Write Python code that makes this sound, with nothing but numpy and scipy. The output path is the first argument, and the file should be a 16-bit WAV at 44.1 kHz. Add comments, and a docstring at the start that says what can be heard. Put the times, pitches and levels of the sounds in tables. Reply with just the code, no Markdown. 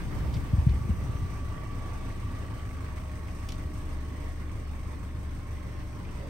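"""An uneven engine throb fills a parked car and slowly settles, with ticking, whine, hum and soft hiss.
The flat-four's firings drive low tones and pulsed noise; valve seatings ring short metal modes.
Belt whine and pulley hum are wavering tones tied to the firings; a fan hums under whistle and hissing air.
A hand-held phone is swung round: pushed resonances make dull early bumps, low noise is the hand's rumble.
Noise cracks make small clicks and a few dark ticks of engine clatter; two faint tones sound at the end."""
import sys
import numpy as np
from scipy import signal
from scipy.fft import rfft, irfft, next_fast_len
from scipy.io import wavfile
from scipy.ndimage import uniform_filter1d, map_coordinates

SR = 44100
rng = np.random.default_rng(int(sys.argv[2]) if len(sys.argv) > 2 else 0)


def master_out(mix):
    """Clip the mix to full scale and print it as 16-bit PCM to the path in sys.argv[1]."""
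    frames = np.transpose(np.atleast_2d(mix))
    ceiling = np.clip(frames, -1, 1)
    pcm = np.round(ceiling * 32767).astype(np.int16)
    wavfile.write(sys.argv[1], SR, pcm)


N = 277389

# The idle sinks as the engine settles, and twice sags and recovers.
# Each row: time in seconds, speed in firings per second.
ENGINE_SPEED = [(0, 27.75), (.28, 27.3), (.5, 26.7), (.8, 26.65), (1.2, 26.95), (1.55, 26.75), (2, 26.6),
                (2.6, 26.25), (2.95, 25.95), (3.17, 25.5), (3.45, 25.92), (3.7, 25.88), (4.4, 25.5),
                (4.75, 25.25), (5.5, 24.98), (6.29, 24.9)]
# The settled idle in firings per second, at which the levels and pitches below hold.
IDLE_HZ = 25
# Strength of each cylinder in firing order, in dB; each layer scales it to its own unevenness.
CYLINDER_STRENGTH = [0.75, 0.037, -0.61, 0.57]
# Orders of the engine's drone. Each row: multiple of the firing rate, level in dB within the drone.
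ENGINE_ORDERS = [(1.75, -9), (2, -6.5), (2.25, -10), (3.75, -12), (4, -2.5), (4.25, -12), (4.75, -12),
                 (6, -14.5), (7.25, -15), (8.65, -20), (10, -20), (11.5, -19), (13.3, -20)]
# Low boom of the engine in the cabin. Each row: frequency in Hz, relative density in dB per Hz.
BOOM_SPECTRUM = [(20, -24), (36, -7), (50, -6), (66, -7), (82, 2), (105, 4.5), (135, -2.5), (180, -2.5),
                 (215, -9.5), (280, -7.5), (330, -12), (400, -14.5), (600, -24), (1200, -49)]
# Engine-bay noise. Each row: frequency in Hz, relative density in dB per Hz.
BAY_SPECTRUM = [(150, -8), (300, 2), (480, 1.5), (720, 2.5), (950, 0.5), (1130, 2), (1350, -3),
                (2100, -3.5), (3000, -10.5), (4200, -14.5), (7000, -25), (15000, -41)]
# Layer levels at the settled idle in dB, before swells, flutter and stereo placing.
NOTE_DB, BOOM_DB, ORDERS_DB, BAY_DB, HISS_DB = -41.5, -42.5, -44.5, -51.5, -63
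# A faster engine is louder, in dB per extra firing a second.
BOOM_DB_PER_HZ, BAY_DB_PER_HZ, HISS_DB_PER_HZ = 1.5, 2, 0.85
# The engine grows louder towards the end.
# One row: centre in seconds, half-width in seconds, boom and drone lift in dB, bay noise lift in dB.
ENGINE_END_SWELL = (6.52, 0.75, 2.4, 3)

# Valve clatter. Each row: frequency in Hz, relative density in dB per Hz.
CLATTER_SPECTRUM = [(500, -22), (1200, 12), (2200, 3), (3200, -8), (6000, -18), (9000, -33), (15500, -11)]
# Valve ticks: level in dB before the swell, how much softer every second valve is in dB, ring t60 in seconds.
TAPPET_DB, WEAK_VALVE_DB, TAPPET_T60_S = -65.3, 3, .04

# The whine's two main strands, as multiples of the firing rate.
LOWER_STRAND, UPPER_STRAND = 42.85, 43.85
# Weaker whine strands. Each row: multiple of the firing rate, level in dB against the upper strand.
WEAK_STRANDS = [(41, -9), (41.8, -6), (44.9, -12), (48, -10), (73.5, -9), (85.7, -9)]
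# The two strands trade strength as the whine swells and fades, before the panel lifts them.
# Each row: time in seconds, lower strand in dB, upper strand in dB.
STRAND_LEVELS = [(0, -60, -82), (.55, -66, -67.5), (.95, -72, -60), (1.15, -62, -61), (1.85, -60, -61),
                 (2.3, -65, -60.5), (2.8, -70, -64.5), (3.1, -58, -65), (3.55, -70, -64),
                 (3.95, -63, -67.5), (4.7, -63, -73), (5.8, -62, -70), (6.29, -71, -79)]
# A pulley hums, clearest in front of the dashboard. Each row: time in seconds, hum level in dB.
PULLEY_HUM_LEVEL = [(1, -73), (2.1, -64.5), (3.1, -62), (4.5, -61.5), (6, -62), (6.29, -67)]
# Panels that radiate the drone and the whine. Each row: centre in Hz, width in Hz, lift in dB.
PANEL_MODES = [(263, 9, 8), (1145, 24, 8)]

# Dull bumps. Each row: start in seconds, peak in dB before stereo lean, pitch in Hz, sharpness as Q.
BUMP_HITS = [(0.363, -24.5, 124, 1.6), (0.387, -25.5, 70, 1.8), (0.5325, -13, 94, 1), (0.58, -14, 80, 2.8),
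             (0.617, -26, 61.6, 4.5), (0.666, -10, 132, 2.4), (0.689, -19, 56, 2.7), (.711, -23, 165, 2),
             (.733, -20.5, 66, 1.5), (.763, -27, 71, 2), (0.851, -21.5, 100, 0.82), (.891, -21, 216, 2.7),
             (0.9, -17.5, 82.6, 0.9), (0.922, -33, 58, 1.8), (1.023, -24.5, 108, 5.7),
             (1.091, -24, 74, 2.2), (1.147, -25.5, 106, 2.2), (1.222, -24.5, 91, 2), (1.245, -30, 92, 2.8)]
# A bump reaches the right microphone later than the left, in seconds.
BUMP_LAG_S = .00055
# Small clicks and rubs, with a few dark ticks of the engine's clatter.
# Each row: start in seconds, relative level in dB, rise in seconds,
# t60 in seconds, brightness in dB per octave, pitch of the part that rings in Hz.
CLICK_HITS = [(.338, -33, .003, 0.058, -2, 4600), (.353, -42, .003, .06, -4, 3000),
              (.366, -38, .001, 0.039, -7, 2100), (.688, -36, 0.0023, .02, -10, 2000),
              (0.694, -37, 0.00077, 0.023, -5, 4200), (2.968, -49.5, .001, 0.029, -16, 2300),
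              (3.282, -46, .001, 0.033, -14, 2300), (3.4878, -35, .0002, 0.011, 8, 5000),
              (3.4893, -28, .001, .024, 0.5, 3280), (3.5028, -35.5, .0005, .026, -2, 3400),
              (3.521, -28, 0.00033, 0.018, 1.5, 4000), (3.748, -52, .001, .025, -8, 2300)]
# Colour of the clicks and ticks before their own brightness. Each row: frequency in Hz, gain in dB.
CLICK_COLOUR = [(600, -42), (1500, -5), (2300, 3.5), (3400, 7.5), (4800, 3.5), (7000, 0.5), (9000, -5.5),
                (15500, -17)]
# Plastic trim resonances in the clicks and ticks. Each row: centre in Hz, width in Hz, lift in dB.
TRIM_MODES = [(1650, 200, 3), (2300, 300, 6), (3850, 600, -3), (4700, 300, 4), (5500, 500, 5)]
# Ring of the part that sounds: width in Hz, lift in dB.
PART_WIDTH_HZ, PART_DB = 900, 6
# Rumble of the hand. Each row: frequency in Hz, relative density in dB per Hz.
GRIP_SPECTRUM = [(20, -48), (45, -4.5), (75, 1.5), (120, 1), (190, -10), (260, -17), (420, -23),
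                 (1000, -29), (2500, -50)]
# The hand rumbles while the phone swings. Each row: time in seconds, rumble level in dB.
HAND_LEVEL = [(0, -37), (.2, -30), (.39, -29.5), (.48, -34), (.8, -34), (1.2, -35.5), (1.5, -47),
              (2.2, -70)]

# Fan pitch in Hz at the settled idle, and its rise in Hz per extra firing a second.
FAN_HZ, FAN_HZ_PER_HZ = 71.8, 1
# The fan grows as the phone turns from the seats to the dashboard. Each row: time in seconds, hum in dB.
FAN_HUM_LEVEL = [(1.2, -44.5), (2, -40), (3.1, -38), (4.5, -38), (6.29, -40.5)]
# Whistle pitch in Hz at the settled idle, and its rise in Hz per extra firing a second.
WHISTLE_HZ, WHISTLE_HZ_PER_HZ = 5700, 115
# The thin whistle comes twice. Each row: centre in seconds, half-width in seconds, level in dB.
WHISTLE_SWELLS = [(1.15, .4, -70), (5.85, 0.41, -75)]
# Rushing air. Each row: frequency in Hz, relative density in dB per Hz.
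AIR_SPECTRUM = [(1000, 2), (3000, -10), (4800, 0.5), (6200, 6), (7200, -0.5), (8700, 9.5), (10200, -8),
                (12000, 1.5), (13800, -19), (15500, -7)]
# The hiss is briefly louder as the phone passes the dashboard.
# One row: centre in seconds, half-width in seconds, lift in dB.
HISS_NEAR_SWELL = (3.3, .65, 1.5)
# Faint brief tones. Each row: frequency at the centre in Hz, glide in Hz per second,
# centre in seconds, half-width in seconds, level in dB.
BRIEF_TONES = [(550, 0, 6.245, .05, -53), (980, -220, 6.13, .11, -59.5)]

# Cabin resonances and hollows. Each row: centre in Hz, width in Hz, lift in dB.
CABIN_MODES = [(59.2, 20.3, 9), (257, 13, 1.5), (299.7, 14, 5), (554, 9.3, -2.5), (690, 18, -9),
               (664, 18, -0.5), (807, 13, 2), (862, 90, -4), (899, 24, 7.5), (949, 36, 3), (1010, 35, 0),
               (1350, 55, -0.5), (3020, 15, 4), (4030, 210, -1), (4700, 58, 2.5)]
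# Stereo likeness of the noises. Each row: frequency in Hz, left-right likeness before the lean and lead.
STEREO_LIKENESS = [(25, .65), (60, .7), (110, .8), (200, .8), (380, .75), (700, .25), (1290, .38),
                   (2400, .15), (6500, .08), (8300, .65), (11500, .9), (15000, .9)]
# Stereo balance. Each row: frequency in Hz, left minus right in dB.
STEREO_LEAN = [(70, 1), (180, 0), (300, 0), (600, -6), (850, -3), (1130, -5), (1500, -1), (2200, -3),
               (3500, -0.5), (5500, 9), (7200, 0.5), (9000, -1), (14000, 0.5)]
# Stereo phase. Each row: frequency in Hz, lead of the left in radians.
STEREO_LEAD = [(150, 0), (300, -.25), (520, -.9), (850, -.8), (1150, -.25), (1450, -1.7), (2000, -.8),
               (3000, -1), (4600, 0), (6200, 1), (7000, 2.3), (8400, 0), (10200, -3.1), (12000, -6.3),
               (13800, -9.4), (15500, -12.6)]
# Upper band limit of the phone in Hz.
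TOP_HZ = 15800


def amp(db):
    """Decibels to gain."""
    return 10 ** (np.asarray(db) / 20)


def unit(x):
    """x at rms 1."""
    return x / np.sqrt(np.mean(x ** 2) + 1e-20)


def seconds():
    """The time of each sample."""
    return np.arange(N) / SR


def swell(centre_s, width_s):
    """A bell-shaped envelope, 1 at its centre."""
    return np.exp(-((seconds() - centre_s) / width_s) ** 2)


def along(points, hz):
    """(Hz, value) points read on a log frequency axis."""
    f, value = np.transpose(points)
    return np.interp(np.log(hz + 1), np.log(f + 1), value)


def curves(rows):
    """One value per sample for each column after the time."""
    times, *columns = np.transpose(rows)
    return [np.interp(seconds(), times, column) for column in columns]


def wobble(rate):
    """A smooth random curve, rate knots a second."""
    knots = rng.standard_normal(int(N * rate / SR) + 4)
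    return map_coordinates(knots, [np.arange(N) * rate / SR])


def filtered(x, response):
    """x shaped by a complex response of frequency."""
    size = x.shape[-1]
    padded = next_fast_len(size + SR // 2)
    hz = np.fft.rfftfreq(padded, 1 / SR)
    return irfft(rfft(x, padded) * response(hz), padded)[..., :size]


def lifts(modes, hz):
    """Gain of narrow resonant peaks and hollows."""
    return amp(sum(db / (1 + (2 * (hz - centre) / width) ** 2) for centre, width, db in modes))


def ports(hz):
    """Level and phase at the left and right microphone, split evenly between them."""
    half = amp(along(STEREO_LEAN, hz) / 2) * np.exp(1j * along(STEREO_LEAD, hz) / 2)
    return np.array([half, 1 / half])


def placed(x):
    """A sound as both microphones hear it."""
    return filtered(x, ports)


def rush(spectrum, drive):
    """Stereo noise of rms 1, pulsed by drive and then coloured by the cabin."""
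    def mid_side(hz):
        turn = np.arccos(np.clip(along(STEREO_LIKENESS, hz), -1, 1)) / 2
        colour = amp(along(spectrum, hz)) * lifts(CABIN_MODES, hz)
        return colour * np.array([np.cos(turn), np.sin(turn)])

    noise = drive * rng.standard_normal((2, N))
    mid, side = filtered(noise, mid_side)
    return unit(placed(np.array([mid + side, mid - side])))


def strokes(firing, fall_db, uneven):
    """Combustion envelope: jumps at each firing, sinks until the next; cylinders and firings differ."""
    index = firing.astype(int)
    cylinder_db = np.take(CYLINDER_STRENGTH, index, mode="wrap")
    size_db = cylinder_db + rng.standard_normal(index[-1] + 1)[index]
    return unit(amp(uneven * size_db - fall_db * (firing % 1)))


def tone(cycles, drift, drift_rate, flutter_db, flutter_rate):
    """A sine line of rms 1 that wanders in phase and strength."""
    line = np.sin(2 * np.pi * cycles + drift * wobble(drift_rate))
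    return unit(line * amp(flutter_db * wobble(flutter_rate)))


def patchy(x, depth_db=1.95):
    """x with patches of random gain, about 250 Hz wide and 70 ms long; rms 1."""
    z = signal.stft(x, nperseg=1024)[2]
    field = rng.standard_normal(z.shape[1:])
    for axis in (0, 1):
        field = uniform_filter1d(field, size=6, axis=axis)
    return unit(signal.istft(z * amp(depth_db * unit(field)), nperseg=1024)[1][:, :N])


def engine(firing, excess):
    """Firings shake the body in tones and pulse the noise; all but the note ease off with the speed."""
    swell_s, width_s, boom_lift_db, bay_lift_db = ENGINE_END_SWELL
    late = swell(swell_s, width_s)
    boom_gain = amp(BOOM_DB_PER_HZ * excess + boom_lift_db * late)
    bay_db = BAY_DB + BAY_DB_PER_HZ * excess + bay_lift_db * late + 0.5 * wobble(9.8)
    note = amp(NOTE_DB) * tone(firing, drift=0.042, drift_rate=5, flutter_db=3.5, flutter_rate=9.2)
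    orders = sum(
        amp(db) * tone(multiple * firing, drift=.3, drift_rate=4, flutter_db=1.6, flutter_rate=5)
        for multiple, db in ENGINE_ORDERS)
    drone = filtered(amp(ORDERS_DB) * orders, lambda hz: lifts(PANEL_MODES, hz))
    boom = amp(BOOM_DB) * rush(BOOM_SPECTRUM, strokes(firing, fall_db=1.5, uneven=0.64))
    bay = amp(bay_db) * patchy(rush(BAY_SPECTRUM, strokes(firing, fall_db=0.5, uneven=0.69)))
    return placed(note) + boom_gain * (placed(drone) + boom) + bay


def valves(firing, rattle_db=-65, near_s=2.86, near_width_s=0.69, near_db=5.5):
    """Valves seat twice per firing with tick and uneven rattle, louder as the phone faces the dashboard."""
    index = (2 * firing).astype(int)
    cylinder_db = np.take(CYLINDER_STRENGTH, index // 2, mode="wrap")
    size_db = 2 * cylinder_db + 2 * rng.standard_normal(index[-1] + 1)[index]
    fall_db = 10 * (2 * firing % 1)
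    rattle = rush(CLATTER_SPECTRUM, unit(amp(size_db + wobble(11) - fall_db)))
    near_gain = amp(near_db * swell(near_s, near_width_s))
    return near_gain * (amp(rattle_db) * rattle + amp(TAPPET_DB) * tappets(firing))


def tappets(firing, ring_hz=2100, spread=0.1985, scatter_db=3, late_s=0.001506):
    """Every valve that seats rings a few short metal modes, a little different each time; rms 1."""
    seats = np.flatnonzero(np.diff((2 * firing).astype(int)))
    t, out = np.arange(SR // 25) / SR, np.zeros((2, N + SR))
    chances = rng.standard_normal((len(seats), 4, 6))
    for number, (start, chance) in enumerate(zip(seats, chances)):
        pitch, left, right, (size, delay, *_) = chance
        mode_hz = ring_hz * np.exp(spread * pitch)[:, None]
        modes = np.sin(2 * np.pi * mode_hz * t) * amp(-60 * t / TAPPET_T60_S)
        cylinder_db = CYLINDER_STRENGTH[number // 2 % len(CYLINDER_STRENGTH)]
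        size_db = cylinder_db + scatter_db * np.tanh(size) - WEAK_VALVE_DB * (number % 2)
        first = start + round(abs(delay) * late_s * SR)
        out[:, first:first + len(t)] += amp(size_db) * (np.array([left, right]) + 1) @ modes
    return unit(placed(out[:, :N]))


def belt(firing):
    """Belt-driven parts whine in wavering strands tied to engine speed, lifted at the panel's resonances."""
    def strand(multiple):
        return tone(multiple * firing, drift=.35, drift_rate=24, flutter_db=2.0, flutter_rate=20)

    lower_db, upper_db = curves(STRAND_LEVELS)
    pulley_db, = curves(PULLEY_HUM_LEVEL)
    upper = strand(UPPER_STRAND) + sum(amp(db) * strand(multiple) for multiple, db in WEAK_STRANDS)
    strands = amp(lower_db) * strand(LOWER_STRAND) + amp(upper_db) * upper
    whine = filtered(strands, lambda hz: lifts(PANEL_MODES, hz))
    hum = tone(23.95 * firing, drift=.45, drift_rate=22, flutter_db=2.6, flutter_rate=12)
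    return placed(whine + amp(pulley_db) * hum)


def bumps(sub_hz=54, soft_hz=235, lean_db=.7):
    """Each soft knock pushes a damped resonance; the left microphone is reached first and louder."""
    def soft(f):
        first = 1 - (f / soft_hz) ** 2 + .8j * f / soft_hz
        second = 1 - (f / soft_hz / 1.8) ** 2 + 1.2j * f / soft_hz
        return 1 / first / second

    def low_cut(f):
        return (1j * f / sub_hz) ** 2 / (1 - (f / sub_hz) ** 2 + .95j * f / sub_hz)

    out, push = np.zeros(N + SR), signal.unit_impulse(SR // 4)
    for s, db, hz, sharpness in BUMP_HITS:
        body = lambda f: 1 / (1 - (f / hz) ** 2 + 1j * f / hz / sharpness)
        knock = filtered(push, lambda f: body(f) * soft(f) * low_cut(f) ** 2)
        out[round(s * SR):][:len(push)] += amp(db) * knock / np.abs(knock).max()
    sides = np.array([[.5], [-.5]])  # left, right
    return filtered(out[:N], lambda f: amp(sides * lean_db) * np.exp(2j * np.pi * f * sides * BUMP_LAG_S))


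def clicks(cabin_db=-12, cabin_t60_s=.18):
    """Short noise cracks, from small contacts or engine clatter, ring resonances; the cabin answers duller."""
    out, t = np.zeros((2, N + SR)), np.arange(SR // 5) / SR
    for s, db, rise_s, t60_s, bright_db, part_hz in CLICK_HITS:
        def ringing(hz):
            tilt_db = bright_db * np.log2((hz + 100) / 4000)
            modes = TRIM_MODES + [(part_hz, PART_WIDTH_HZ, PART_DB)]
            return amp(along(CLICK_COLOUR, hz) + tilt_db) * lifts(modes, hz)

        crack = rng.standard_normal(len(t)) * amp(-60 * t / t60_s) * (1 - np.exp(-t / rise_s))
        answer = rng.standard_normal((2, len(t))) * amp(cabin_db - 60 * t / cabin_t60_s)
        answer = filtered(answer, lambda hz: 1 / np.hypot(1, hz / 5000))
        # all of them sit 9 dB below their relative levels
        out[:, round(s * SR):][:, :len(t)] += amp(db - 9) * filtered(crack + answer, ringing)
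    return out[:, :N]


def handling():
    """The hand shifts on the phone in fluctuating low noise while it is swung round, then comes to rest."""
    grip_db, = curves(HAND_LEVEL)
    return amp(grip_db) * rush(GRIP_SPECTRUM, amp(0.63 * wobble(26.5)))


def air(firing, excess):
    """Fan hum and thin whistle follow the engine speed in pitch; a noise hiss pulses with the firings."""
    fan_db, = curves(FAN_HUM_LEVEL)
    fan_cycles = np.cumsum(FAN_HZ + FAN_HZ_PER_HZ * excess) / SR
    fan = amp(fan_db) * tone(fan_cycles, drift=0.11, drift_rate=8.4, flutter_db=1.6, flutter_rate=11.0)
    blowing = sum(amp(db) * swell(s, width_s) for s, width_s, db in WHISTLE_SWELLS)
    whistle_cycles = np.cumsum(WHISTLE_HZ + WHISTLE_HZ_PER_HZ * excess) / SR
    whistle = blowing * tone(whistle_cycles, drift=1.6, drift_rate=150, flutter_db=3.5, flutter_rate=40)
    near_s, near_width_s, near_db = HISS_NEAR_SWELL
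    near_lift_db = near_db * swell(near_s, near_width_s)
    hiss_db = HISS_DB + HISS_DB_PER_HZ * excess + near_lift_db + 0.5 * wobble(10)
    hiss = amp(hiss_db) * rush(AIR_SPECTRUM, strokes(firing, fall_db=4.5, uneven=1.0))
    return placed(fan + whistle) + hiss


def brief_tones():
    """Two faint, rough tones swell briefly at the end; the higher one slides down."""
    mix = np.zeros(N)
    for hz, glide, s, width_s, db in BRIEF_TONES:
        cycles = np.cumsum(hz + glide * (seconds() - s)) / SR
        line = tone(cycles, drift=.6, drift_rate=35, flutter_db=1.5, flutter_rate=20)
        mix += amp(db) * swell(s, width_s) * line
    return placed(mix)


def scene():
    """Engine, valves, belt and air follow the firings; handling, bumps, clicks and brief tones join them."""
    speed, = curves(ENGINE_SPEED)
    firing = np.cumsum(speed) / SR  # running count of firings
    excess = speed - IDLE_HZ
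    machinery = engine(firing, excess) + valves(firing) + belt(firing) + air(firing, excess)
    return machinery + handling() + bumps() + clicks() + brief_tones()


def record(dry):
    """The phone keeps nothing above its band limit."""
    return filtered(dry, lambda hz: hz < TOP_HZ)


dry = scene()
out = record(dry)
master_out(out)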